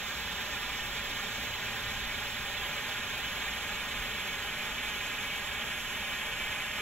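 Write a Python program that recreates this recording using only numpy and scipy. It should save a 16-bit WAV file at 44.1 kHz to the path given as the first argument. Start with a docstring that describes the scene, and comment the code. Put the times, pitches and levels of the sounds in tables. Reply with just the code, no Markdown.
"""A paved path at night: a red hand flare burns a few metres away, a town lies far off.
Flare: coloured noises make the gas jet's roar and hiss, both sputtering together.
A delayed copy off the paving combs them into a hollow tone that drifts as the flare burns down.
Two small microphone ports colour it differently, and the level of each treble region wavers at random.
Town: low noise rumbles and swells, and a two-line engine drone grows and fades."""
import sys
import numpy as np
from scipy.fft import rfft, irfft, next_fast_len
from scipy.io import wavfile
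from scipy.ndimage import map_coordinates

SR = 44100
rng = np.random.default_rng(int(sys.argv[2]) if len(sys.argv) > 2 else 0)


def persist_wave(psi):
    """Save psi, clipped to +-1, as 16-bit WAV."""
    counts = np.round(np.clip(psi, -1, 1) * 32767).astype(np.int16)
    wavfile.write(sys.argv[1], SR, np.atleast_2d(counts).T)


N = 300321
TIME = np.arange(N) / SR  # s
SIZE = next_fast_len(N, real=True)
FREQ = np.maximum(np.arange(SIZE // 2 + 1) * SR / SIZE, 1)  # Hz, kept above 0 for the logarithm


def from_db(db):
    """Decibels to amplitude gain."""
    return 10 ** (np.asarray(db) / 20)


def rms_one(x):
    """Scale to unit power over all channels together."""
    return x / np.sqrt(np.mean(x ** 2) + 1e-20)


def over_hz(points):
    """Columns of a table, joined by straight lines over log frequency."""
    hz, *columns = np.transpose(points)
    return np.squeeze([np.interp(np.log(FREQ), np.log(hz), column) for column in columns])


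def filtered(x, response):
    """Pass a sound through a frequency response."""
    return irfft(rfft(x, SIZE) * response, SIZE)[..., :N]


def noise(response, channels=1):
    """Unrelated noises of one colour, joint rms 1."""
    white = rng.standard_normal((channels, SIZE))
    coloured = irfft(rfft(white) * response, SIZE)
    return rms_one(coloured[:, :N])


def drift(rate_hz):
    """Random curve, rms 1: low-passed noise."""
    return noise(1 / (1 + (FREQ / rate_hz) ** 2))[0]


def flare():
    """Jet, scattered sound and ground echo, as the two ports pick them up."""
    # sound scattered by hand and case, unrelated at each port: hz, scattered_to_direct_db
    scatter_points = [(250, -15.5), (1500, -12.5), (2450, -11.5), (2820, -6.5), (3200, -10), (3760, -1.5),
                      (4400, 0.5), (4980, -11), (5300, -1.5), (7050, -4), (7500, 4), (7820, -6), (8200, 2),
                      (8600, -13.5), (9680, 11), (11300, -2), (12400, -1), (13500, 6), (14800, 7),
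                      (15600, 2)]
    # left port resonances and notches: centre_hz, width_hz, peak_db
    left_resonances = [(3940.0, 420, -7), (5260, 370, 5), (6660.0, 520, -5.5), (7450, 210.0, -9),
                       (9840, 840, -14), (12300, 890.0, 4.5), (14370.0, 1320.0, -6)]
    # right port resonances and notches: centre_hz, width_hz, peak_db
    right_resonances = [(1788, 170, 4.3), (3562, 456, 8), (4050, 120.0, 6.5), (4220.0, 230, -4.5),
                        (5830, 370.0, -6), (7230, 800, 7), (8600, 470, -4.5), (13320.0, 380.0, -5),
                        (14320.0, 1400.0, 9)]
    # phase by which the left port leads: hz, lead_rad
    lead_points = [(800.0, 0.04), (1220.0, 0.73), (1550.0, -0.08), (1900.0, 0.88), (2560.0, 0.31),
                   (2920.0, -1.47), (3200.0, -0.52), (3790.0, -1.52), (4520.0, -3.7), (5180.0, -3.17),
                   (5380.0, -5.09), (5810.0, -3.86), (6090.0, -5.16), (7420.0, -3.68), (7600.0, -2.58),
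                   (8310.0, -3.17), (9270.0, -3.22), (9620.0, -4.35), (10250.0, -2.01), (11240.0, -1.42),
                   (12660.0, -2.42), (13020.0, -0.31), (13500.0, -4.2), (15000.0, -3.9), (15370.0, -6.3)]

    gas = burn_down(jet(roar_sputter_db=0.32, hiss_sputter_db=0.47, sputter_hz=22))
    scatter = from_db(over_hz(scatter_points))
    total = np.hypot(1, scatter)  # keeps the summed power
    direct = filtered(gas[0], 1 / total)
    scattered = filtered(gas[1:], scatter / total)
    arriving = direct + scattered
    with_echo = arriving + ground_echo(arriving, sway_ms=0.011)
    wavering = waver_treble(with_echo, depth_db=2.04, rate_hz=19)
    left = port(left_resonances) * np.exp(1j * over_hz(lead_points))
    right = port(right_resonances)
    return filtered(wavering, np.array([left, right]))


def jet(roar_sputter_db, hiss_sputter_db, sputter_hz):
    """Turbulent gas from an unevenly burning charge: one direct and two scattered noises."""
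    # colour of the jet's roar: hz, relative_db
    roar_colour = [(60.0, -9.5), (210.0, -6.5), (340.0, -10.5), (520.0, -8.5), (900.0, -6.5),
                   (1360.0, -5.5), (1670.0, -2), (2030.0, -5.5), (2330.0, -0.36), (2790.0, -3.5),
                   (3030.0, -3), (3690.0, -11.5), (4410.0, -19.5), (6500.0, -56.1)]
    # colour of the hiss at the jet's mouth: hz, relative_db
    hiss_colour = [(2000.0, -21), (4290.0, 2.5), (5150.0, -2), (6320.0, 2.5), (7300.0, -0.7),
                   (8280.0, -5.5), (9260.0, -10.5), (10910.0, -2), (12360.0, -4.5), (13140.0, -4.5),
                   (14060.0, -10), (15960.0, -9)]
    # roar grows unevenly as the charge is used up: time_s, level_db (before later colouring)
    roar_level = [(0.2, -40), (0.45, -39), (0.9, -39), (1.1, -38.5), (1.4, -39), (2.1, -38.5), (2.42, -39),
                  (2.65, -38), (3.3, -38), (4.2, -38), (4.9, -37.3), (5.35, -38), (5.6, -36.5),
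                  (5.82, -38.4), (6.0, -37.5), (6.5, -36.5), (6.7, -37.5), (6.8, -36)]
    hiss_start_db, hiss_slope_db_per_s = -46.5, -0.04  # before later colouring

    time_s, level_db = np.transpose(roar_level)
    roar_db = np.interp(TIME, time_s, level_db)
    hiss_db = hiss_start_db + hiss_slope_db_per_s * TIME
    sputter = drift(sputter_hz)  # each surge of gas lifts roar and hiss together
    roar_gain = from_db(roar_db + roar_sputter_db * sputter)
    hiss_gain = from_db(hiss_db + hiss_sputter_db * sputter)
    roar = noise(from_db(over_hz(roar_colour)), channels=3) * roar_gain
    hiss = noise(from_db(over_hz(hiss_colour)), channels=3) * hiss_gain
    return roar + hiss


def burn_down(x):
    """Colour changes as the flare burns down: even crossfade from early to late."""
    # change from first to last moment: hz, gain_db
    colour_change = [(330.0, -2.6), (700.0, -2.5), (1200.0, -2.7), (2500.0, -0.1), (3090.0, 0.2),
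                     (3750.0, -6.5), (5010.0, -2.5), (6210.0, -1.3), (7420.0, 1), (8520.0, -2),
                     (10290.0, 5.5), (12550.0, 1.5), (14060.0, -5), (15640.0, -5)]
    progress = TIME / TIME[-1]
    half_change = from_db(over_hz(colour_change) / 2)
    early = filtered(x, 1 / half_change)
    late = filtered(x, half_change)
    return (1 - progress) * early + progress * late


def ground_echo(x, sway_ms):
    """Paving returns a recoloured copy, ever sooner as the flame burns back along the tube."""
    # echo strength at each port: hz, left_db, right_db
    paving = [(100.0, -11, -10), (700.0, -7, -6.5), (1480.0, -10.5, -6), (2220, -1.5, -3), (2630, -7.5, -4),
              (2770.0, -17, -12), (2880, -3, -1.5), (3280.0, -2, -2.7), (3750.0, -14.4, -2),
              (3990.0, -7.7, -5), (4450, -17, -4.5), (5570, -2.5, -7), (7150.0, -17, -5.5),
              (8820.0, -8, -4.5), (10870.0, -19, -17), (16020.0, -20.0, -21.1)]
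    # phase that the case adds to sound from below: hz, left_rad, right_rad
    case_phase = [(240.0, 1.1, 0.9), (450.0, 0.5, -0.02), (640, -1.2, -0.74), (900.0, 1.1, 0.93),
                  (1270, -0.74, 0.54), (1870, 0.32, 1.15), (2150.0, 0.2, 0.25), (2650, 1.2, 0.8),
                  (2870.0, -2, 3.5), (3110.0, -0.5, 4.5), (3730.0, -2.5, 5), (4180, 1, 6), (4280, 1.5, 6),
                  (5075, -4, 4.5), (5360, 5.8, -1.7), (6050, 2.8, 3), (7010.0, -0.88, 2), (7500, -2, 2.6),
                  (8900, 2.5, 1.5)]
    start_ms, slope_ms_per_s = 4.988, -0.018

    sway = sway_ms * drift(rate_hz=2.1)  # the flame tip wanders
    delay_ms = start_ms + slope_ms_per_s * TIME + sway
    bounced = filtered(x, from_db(over_hz(paving)) * np.exp(1j * over_hz(case_phase)))
    read_at = np.arange(N) - delay_ms * SR / 1000  # samples
    return np.array([map_coordinates(side, [read_at], order=3, mode="mirror") for side in bounced])


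def waver_treble(x, depth_db, rate_hz):
    """Treble regions waver separately in level, quickly and at random, the highest most."""
    spacing_hz = 1000
    centres_hz = np.arange(4500, 16000, spacing_hz)
    out = x
    for hz in centres_hz:
        triangle = np.clip(1 - abs(FREQ - hz) / spacing_hz, 0, 1)
        region = filtered(x, triangle)
        gain_db = depth_db * hz / centres_hz[-1] * drift(rate_hz)
        out = out + region * (from_db(gain_db) - 1)
    return out


def port(resonances):
    """Response of one microphone port: bell-shaped peaks and notches in dB."""
    return from_db(sum(db / (1 + (2 * (FREQ - hz) / width_hz) ** 2)
                       for hz, width_hz, db in resonances))


def town(side_db):
    """Far traffic, nearly alike at both ports: steady rumble plus bell-shaped deep swells."""
    # colour of the steady rumble: hz, relative_db
    rumble_colour = [(10, -4.5), (20, -8), (35, -14), (46, -0.5), (60, 1.5), (85, -8), (140, -7), (180, -8),
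                     (240, -21), (400, -50)]
    # colour of the deep swells: hz, relative_db
    swell_colour = [(15, -6), (30, -1), (45, 2), (70, -7), (95, -12), (150, -22), (400, -72)]
    # deep swells: peak_s, length_s (between 1/e points), level_db
    swell_times = [(0.95, 0.62, -52), (2.05, 0.67, -49), (4.01, 0.14, -46), (5.877, 0.16, -52),
                   (6.398, 0.28, -54)]
    steady_db = -52.0

    swell_gain = sum(from_db(db) * np.exp(-(2 * (TIME - peak_s) / length_s) ** 2)
                     for peak_s, length_s, db in swell_times)
    steady = from_db(steady_db) * noise(from_db(over_hz(rumble_colour)), channels=2)
    swells = swell_gain * noise(from_db(over_hz(swell_colour)), channels=2)
    mid, side = steady + swells
    return mid + from_db(side_db) * np.array([side, -side])


def engine(waver):
    """Far engine passing: low sines of slightly wavering speed, amplitude inverse to distance."""
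    # lines of the drone: pitch_hz, relative_db
    drone_lines = [(57, -2), (114.5, 1.5)]
    nearest_s, half_power_s = 1.83, 0.5  # half_power_s: from nearest to half power
    gain_db = -56  # when nearest, added to each line's level

    run_s = np.cumsum(1 + waver * drift(rate_hz=2.7)) / SR
    drone = sum(from_db(db) * np.sqrt(2) * np.sin(2 * np.pi * hz * run_s) for hz, db in drone_lines)
    distance = np.hypot(1, (TIME - nearest_s) / half_power_s)  # 1 when nearest
    return from_db(gain_db) * drone / distance


def scene():
    """Flare in front of the night town."""
    return flare() + town(side_db=-13.5) + engine(waver=0.018)


def record(dry):
    """Steep treble cut: straight-line fall to zero over 100 Hz."""
    cutoff_hz, width_hz = 15750, 100
    return filtered(dry, np.clip((cutoff_hz - FREQ) / width_hz + 0.5, 0, 1))


dry = scene()
out = record(dry)
persist_wave(out)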